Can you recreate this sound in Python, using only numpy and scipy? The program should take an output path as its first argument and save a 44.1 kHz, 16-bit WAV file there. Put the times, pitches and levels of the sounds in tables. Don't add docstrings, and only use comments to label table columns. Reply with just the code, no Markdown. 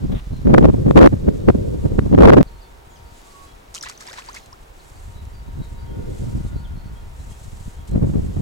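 import sys
import numpy as np
from scipy import signal
from scipy.fft import rfft, irfft, next_fast_len
from scipy.io import wavfile
from scipy.ndimage import uniform_filter1d

SR = 44100
rng = np.random.default_rng(int(sys.argv[2]) if len(sys.argv) > 2 else 0)


def file_out(sig):
    cols = np.atleast_2d(sig).T
    lim = np.clip(cols, -1, 1)
    pcm = np.round(lim * 32767).astype(np.int16)
    wavfile.write(sys.argv[1], SR, pcm)


N = 370881
T = np.arange(N) / SR

CUT_S = 2.4296
# time in seconds, level in dB.
FIRST_BLOW = [(0.0, -24.5), (0.29, -34), (0.65, -21.5), (1.65, -31.5), (2.26, -15), (2.42, -21)]
LATER_BREEZE = [(2.5, -43.5), (2.71, -50), (4.1, -56), (4.8, -50), (5.0, -42), (5.61, -38.5), (6.02, -33),
                (6.17, -38.5), (6.35, -32), (7.49, -43), (7.88, -38), (8.08, -26), (8.41, -35)]
BLOW_DB, BREEZE_DB = 3.5, 6.5
# time in seconds, peak in dB.
CRACKS = [(.547, -2), (.583, -2), (1.487, -8), (1.503, -12), (1.992, -8), (2.283, -6), (2.303, -0.5),
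          (2.335, -9)]

# start in seconds, length in seconds, level in dB.
GUSTS = [(.1, 0.074, -18.5), (.335, 0.0047, -15), (.456, 0.11, -7), (.502, 0.007, -4), (.54, 0.0056, 4),
         (.58, 0.0045, 3), (.61, 0.053, -3), (.679, 0.023, -4), (.742, 0.0099, -10.5), (.864, 0.0275, -5),
         (.906, .006, -6), (.962, 0.03, 4), (1.005, 0.07, 2.5), (1.123, 0.019, -9.5), (1.279, 0.012, -4.5),
         (1.484, 0.0206, 0), (1.547, 0.011, -9), (1.846, 0.022, -11), (1.988, 0.0057, -4.5),
         (2.142, 0.0098, -2.5), (2.18, 0.077, -1.5), (2.229, .076, 2), (2.322, .028, -0.5),
         (2.366, 0.049, -1), (5.59, 0.028, -23.5), (6.2, .1, -24), (7.918, 0.078, -14.5),
         (8.017, 0.034, -10.5), (8.136, 0.061, -13.5), (8.366, 0.04, -18)]
WHOOSHES = [(.8, 1.14, -26), (5.55, 0.84, -54), (5.96, 0.26, -30), (8.02, 0.22, -30.5)]
GRASS_STIRS = [(3.15, 0.35, -55.5), (3.85, 0.58, -53), (6.08, 0.35, -55.5), (8.1, 0.37, -58)]
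JACKET_SWISHES = [(.65, 1.44, -62), (3.15, 0.31, -59), (3.95, 0.57, -66), (4.88, 0.22, -58.5),
                  (5.66, 0.062, -62), (6.12, 0.37, -58.5), (7.22, 0.53, -56), (8.02, 0.44, -59.5)]
TACKLE_TICKS = [(4.46, 0.0017, -50), (4.797, .002, -66), (5.252, .003, -54), (7.875, 0.022, -52),
                (7.912, .004, -52)]
GEAR_SCRAPES = [(.12, 0.01, -40.5), (.15, 0.047, -43.5)]

# start in seconds, length in seconds, level in dB, share of fine spray.
SLAPS = [(3.743, 0.017, -34, 0.94), (3.826, 0.01, -37, 0.9), (3.859, .014, -37.5, 0),
         (3.887, 0.012, -38, 0.45), (4, 0.029, -43, 0.6), (4.053, 0.018, -46.5, 0.1),
         (4.068, 0.032, -42, 0.26), (4.13, 0.0088, -39, 0.37), (4.16, 0.023, -44, 0.1),
         (4.174, .022, -38.5, 0.2), (4.239, 0.066, -47, 0.27), (4.344, 0.031, -40.5, 0.5)]
# start in seconds, level in dB, starting pitch in Hz.
BIG_BUBBLES = [(3.835, -24, 1240), (3.862, -25.5, 1006), (3.864, -27, 1770), (3.896, -27, 1074),
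               (3.9, -35, 1800), (4.013, -30.5, 1136), (4.058, -32.5, 646), (4.086, -31, 897),
               (4.108, -34.5, 465), (4.11, -30, 1410), (4.183, -24, 915), (4.287, -23, 887),
               (4.342, -32, 1025), (4.367, -21, 2040), (4.526, -30.5, 945)]
DROPLETS = [(3.7554, -24, 6540), (3.8108, -20, 5800), (3.8337, -22, 5160), (3.8524, -35, 6950),
            (3.8616, -33, 2130), (3.9519, -39, 4270), (3.9764, -29.5, 6000), (4.0243, -33, 1650),
            (4.0756, -25, 5000), (4.0974, -29, 3640), (4.121, -30, 4970), (4.1395, -28, 1990),
            (4.1639, -33, 1660), (4.1834, -34, 2270), (4.2878, -27, 4700), (4.331, -31, 6310),
            (4.5292, -31.5, 5330)]

# start in seconds, starting pitch in Hz, level in dB.
BIRD_CHIPS = [(2.465, 4900, -56), (2.612, 5100, -57), (2.951, 3500, -59), (2.955, 5600, -60),
              (3.097, 5200, -67), (3.195, 5000, -66), (3.3, 5000, -60), (4.79, 4700, -58),
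              (6.641, 3700, -52)]
BIRD_WHISTLES = [(.32, 4150, -61), (2.62, 3600, -65), (3.461, 3320, -64), (5.14, 3930, -60),
                 (5.328, 4690, -62), (5.59, 3890, -56.5), (5.6, 4370, -66), (5.77, 4660, -63),
                 (5.86, 3230, -63.5), (6.54, 4580, -61), (6.74, 4330, -65), (6.941, 3270, -63.5),
                 (7.88, 4130, -64)]
# start and length in seconds, first and last pitch in Hz, level in dB.
BIRD_SLURS = [(2.88, 0.12, 7480, 5700, -62)]
FAR_WHINES = [(1.2, 2.7, 934, 928, -64.5, 6), (4.7, 3.65, 930, 932, -64, 6),
              (3.22, .25, 1140, 1115, -55, 14), (5.5, 1.6, 1490, 1390, -62.5, 34),
              (5.5, 1.6, 2120, 1940, -68, 45)]

# frequency in Hz, relative level in dB.
PORT_COLOUR = [(25, 1), (60, 0.5), (100, -3), (200, -0.5), (350, 0.5), (520, 3), (750, -15.5), (1200, -51),
               (2500, -44), (5000, -43)]
CRACKLE_COLOUR = [(700, 9), (1500, 3.5), (2500, -5.5), (5000, -31.5), (10000, -35), (16000, -39)]
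WHOOSH_COLOUR = [(120, 8), (250, 0.5), (370, 3), (520, -0.5), (650, -12.5), (850, -48), (1500, -56)]
COARSE_SPRAY_COLOUR = [(500, -4), (900, 10), (1300, 4), (1950, 12), (2700, 3.5), (4000, 3.5), (7000, -7),
                       (15000, -44)]
FINE_SPRAY_COLOUR = [(1000, 0), (2000, -21), (3500, -1), (5500, 5.5), (7500, 4), (10000, -5), (15000, -19)]
GRASS_COLOUR = [(700, 16.5), (1500, 2.5), (3500, 6.5), (6000, 3.5), (9000, -4.5), (15000, -10.5)]
JACKET_COLOUR = [(3000, -5.5), (5200, -8), (6400, -4), (7600, -1.5), (9000, -7), (11500, -12), (16000, -32)]
SCRAPE_COLOUR = [(900, 5.5), (1500, 0), (2500, -4), (3700, -2), (4600, -22), (9000, -24)]
AIR_COLOUR = [(59, -14), (100, -10), (153, -11), (189, -13.5), (328, -12), (381, -10), (595, -12.5),
              (752, -10), (2220, -22), (3250, -27.5), (3860, -29), (6560, -48.5), (8830, -38),
              (16000, -36.5)]
# frequency in Hz, likeness (1 the same, -1 opposite).
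PORT_LIKENESS = [(25, 1), (70, 0.81), (130, 0.17), (220, -0.65), (400, -0.87), (1000, -0.77), (5000, -1.1)]
AIR_LIKENESS = [(100, 1), (290, 0.46), (640, -0.5), (1400, -0.38), (3100, -0.042), (6800, 0.65),
                (15000, 0.46)]


def wind():
    flow_db = np.where(T < CUT_S, in_time(FIRST_BLOW) + BLOW_DB, in_time(LATER_BREEZE) + BREEZE_DB)
    flow = from_db(flow_db + 4 * drift(33.4))
    gusts = from_db(-1 + 2.5 * drift(82)) * bursts(GUSTS, rise_s=0.0057, fall_s=0.0034)
    rumble = port_rumble(strength=np.hypot(flow, gusts))
    return rumble + whoosh() + overload_crackle(rumble)


def port_rumble(strength, top_at_0db_hz=398, lull_top_hz=67, doubling_db=14.5):
    top_hz = np.maximum(top_at_0db_hz * 2 ** (20 * np.log10(strength) / doubling_db), lull_top_hz)
    edges_hz = 18 * 2 ** np.arange(0, 8.1, .5)
    white = rng.standard_normal((2, 2, N))
    swirls, power = 0, 0
    for k, (low, high) in enumerate(zip(edges_hz, edges_hz[1:])):
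        hz = np.sqrt(low * high)
        band = signal.butter(2, [low, high], "band", fs=SR, output="sos")
        mid, side = signal.sosfilt(band, white[k % 2])
        fade = (1 + (hz / top_hz) ** 5.73) * (1 + (0.25 * top_hz / hz) ** 2)
        share = from_db(at_hz(PORT_COLOUR, hz)) ** 2 / fade
        swirls += np.sqrt(share) * stereo(mid, side, at_hz(PORT_LIKENESS, hz))
        power += share * (high - low) / (SR / 2)
    swirls /= np.sqrt(power)
    swell = np.sqrt(uniform_filter1d(np.mean(swirls ** 2, axis=0), size=900) + 0.56)
    return strength * swirls / swell


def overload_crackle(rumble, limit_db=0.5):
    excess = np.maximum(np.abs(rumble).max(axis=0) - from_db(limit_db), 0)
    return from_db(-22) * np.tanh(2 * excess) * noise(CRACKLE_COLOUR, PORT_LIKENESS)


def whoosh():
    swell = bursts(WHOOSHES, rise_s=0.068, fall_s=0.096) * from_db(-1 + 3.5 * drift(10.2))
    return swell * noise(WHOOSH_COLOUR, PORT_LIKENESS)


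def wind_cracks(crack_s=0.00018):
    out = np.zeros((2, N))
    u = np.arange(-40, 41) / SR / crack_s
    crack = u * np.exp((1 - u ** 2) / 2)
    for start, level_db in CRACKS:
        add(out, start - 40 / SR, from_db(level_db) * crack)
    return out


def cut_click(build_s=0.0038):
    click = -np.exp(-np.abs(T - CUT_S) / build_s) * (T < CUT_S)
    return from_db([[-20], [-6]]) * click


def splash():
    coarse_rows = [(s, length, db + share_db(1 - share)) for s, length, db, share in SLAPS]
    fine_rows = [(s, length, db + share_db(share)) for s, length, db, share in SLAPS]
    coarse = bursts(coarse_rows, rise_s=0.00061, fall_s=0.012)
    fine = bursts(fine_rows, rise_s=0.000694, fall_s=0.017)
    spray = coarse * noise(COARSE_SPRAY_COLOUR, AIR_LIKENESS, grain_db=2.5)
    spray += fine * noise(FINE_SPRAY_COLOUR, AIR_LIKENESS, grain_db=5.5)
    out = from_db(2 * drift(140)) * spray + fizz(thrown=np.hypot(coarse, fine))
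    for start, level_db, hz in BIG_BUBBLES:
        add(out, start, from_db(level_db - 5) * bubble(hz, ring_s=80 / hz, climb=20, attack_s=0.00055))
    for start, level_db, hz in DROPLETS:
        add(out, start, from_db(level_db - 1) * bubble(hz, ring_s=0.012, climb=3.4, attack_s=0.00013))
    return out


def fizz(thrown, count=330):
    out = np.zeros((2, N))
    births = rng.choice(N, count, p=thrown ** .4 / np.sum(thrown ** .4))
    for i, (pitch, loudness, flight) in zip(births, rng.random((count, 3))):
        hz = 1100 * (7500 / 1100) ** (pitch ** .8)
        ping = bubble(hz, ring_s=22 / hz, climb=10, attack_s=0.00048)
        add(out, i / SR + .035 * flight ** 3, thrown[i] * from_db(15 * loudness ** 3 - 1) * ping)
    return out


def bubble(hz, ring_s, climb, attack_s):
    t = np.arange(int(ring_s * SR)) / SR
    phase = 2 * np.pi * hz * np.expm1(climb * t) / climb
    apart = np.arccos(np.clip(at_hz(AIR_LIKENESS, hz), -1, 1)) * np.array([[.5], [-.5]])
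    return np.sin(phase + apart) * from_db(-60 * t / ring_s) * (1 - np.exp(-t / attack_s))


def grass(early_db=-54, later_db=-58.5):
    hiss = from_db(np.where(T < CUT_S, early_db, later_db))
    stirs = bursts(GRASS_STIRS, rise_s=0.12, fall_s=0.06)
    loudness = np.hypot(hiss, stirs) * from_db(0.21 * drift(25))
    return loudness * noise(GRASS_COLOUR, AIR_LIKENESS, grain_db=3.5)


def angler(fidget_db=-66.5):
    swishes = bursts(JACKET_SWISHES, rise_s=0.12, fall_s=0.076)
    rubbing = np.hypot(from_db(fidget_db), swishes) * from_db(1 + 1.8 * drift(23))
    ticks = bursts(TACKLE_TICKS, rise_s=0.00043, fall_s=0.00098)
    scrapes = bursts(GEAR_SCRAPES, rise_s=0.0022, fall_s=0.0073)
    dull = noise(SCRAPE_COLOUR, AIR_LIKENESS, grain_db=4.5)
    bright = noise(JACKET_COLOUR, AIR_LIKENESS, grain_db=2)
    return scrapes * dull + (rubbing + ticks) * bright


def birds(chip_s=0.025, whistle_s=0.084, chip_fall=0.212, whistle_fall=0.0156):
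    waver = 0.014 * drift(150)
    notes = [(s, chip_s, hz, hz * (1 - chip_fall), db) for s, hz, db in BIRD_CHIPS]
    notes += [(s, whistle_s, hz, hz * (1 - whistle_fall), db) for s, hz, db in BIRD_WHISTLES]
    notes += BIRD_SLURS
    for when, pitch, length, bend in rng.random((22, 4)):
        hz = 3200 + 1500 * pitch
        to_hz = hz * (1 + chip_fall * (bend - .5))
        notes.append((when * (T[-1] - .5), chip_s + length * whistle_s, hz, to_hz, -65))
    out = np.zeros(N)
    for start, length, from_hz, to_hz, level_db in notes:
        add(out, start, from_db(level_db) * glide(length, from_hz, to_hz, waver[int(start * SR):]))
    return out


def whines(fading_db=2.6):
    out = np.zeros(N)
    for start, length, from_hz, to_hz, level_db, wobble_hz in FAR_WHINES:
        tone = glide(length, from_hz, to_hz, waver=wobble_hz / from_hz * drift(wobble_hz))
        add(out, start, from_db(level_db + fading_db * drift(2.7)[:len(tone)]) * tone)
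    return out


def shore_echo(sound, direct_db=-1.5, echo_db=-2, ring_s=0.27):
    t = T[:SR // 2]
    scatter = rng.standard_normal((2, len(t))) * from_db(-60 * t / ring_s)
    scatter /= np.sqrt(np.sum(scatter ** 2, axis=1, keepdims=True))
    echo = signal.fftconvolve(sound[None], scatter, axes=1)[:, :N]
    return from_db(direct_db) * sound + from_db(echo_db) * echo


def open_air(level_db=-48.5):
    return from_db(level_db) * noise(AIR_COLOUR, AIR_LIKENESS)


def glide(length, from_hz, to_hz, waver):
    progress = np.linspace(0, 1, int(length * SR))
    hz = (from_hz + (to_hz - from_hz) * progress) * (1 + waver[:len(progress)])
    return np.sqrt(2 * np.abs(np.sin(np.pi * progress))) * np.cos(2 * np.pi * np.cumsum(hz) / SR)


def noise(colour, likeness, grain_db=0):
    grains = from_db(grain_db * np.minimum(rng.exponential(1, N), 6))
    white = rng.standard_normal((2, N)) * grains
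    size = next_fast_len(N)
    hz = np.maximum(np.fft.rfftfreq(size, 1 / SR), 1)
    bass_cut = 1 / (1 + (colour[0][0] / hz / 2) ** 2)
    mid, side = rfft(white, size) * from_db(at_hz(colour, hz)) * bass_cut
    return rms_one(irfft(stereo(mid, side, at_hz(likeness, hz)), size)[:, :N])


def bursts(rows, rise_s, fall_s):
    power = np.zeros(N)
    for start, length, level_db in rows:
        near = slice(max(int((start - 10 * rise_s) * SR), 0), int((start + length + 10 * fall_s) * SR))
        early, late = np.maximum(start - T[near], 0), np.maximum(T[near] - start - length, 0)
        power[near] += (from_db(level_db) * np.exp(-early / rise_s - late / fall_s)) ** 2
    return np.sqrt(power)


def drift(rate_hz):
    step = 40
    r = np.exp(-2 * np.pi * step * rate_hz / SR)
    slow = signal.lfilter([1], [1, -2 * r, r * r], rng.standard_normal(N // step + 2002))[2000:]
    return np.interp(np.arange(N) / step, np.arange(len(slow)), rms_one(slow))


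def stereo(mid, side, likeness):
    alike = np.clip(likeness, -.98, .98)
    return (np.sqrt(1 + alike) * mid + np.sqrt(1 - alike) * side * np.array([[1], [-1]])) / np.sqrt(2)


def add(out, start, sound):
    i = int(start * SR)
    out[..., i:i + sound.shape[-1]] += sound[..., :N - i]


def in_time(rows):
    return np.interp(T, *np.transpose(rows))


def at_hz(rows, hz):
    rows = np.array(rows)
    return np.interp(np.log(hz), np.log(rows[:, 0]), rows[:, 1])


def from_db(db):
    return 10 ** (np.asarray(db) / 20)


def share_db(share):
    return 10 * np.log10(max(share, .02))


def rms_one(x):
    return x / np.sqrt(np.mean(x ** 2) + 1e-20)


def scene():
    air = open_air()
    near = wind() + wind_cracks() + cut_click() + splash() + grass() + angler()
    return near + shore_echo(birds() + whines()) + air


def record(dry, cutoff_hz=15900):
    treble_cut = signal.ellip(10, .1, 70, cutoff_hz, fs=SR, output="sos")
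    return signal.sosfilt(treble_cut, np.clip(dry, -1, 1))


dry = scene()
out = record(dry)
file_out(out)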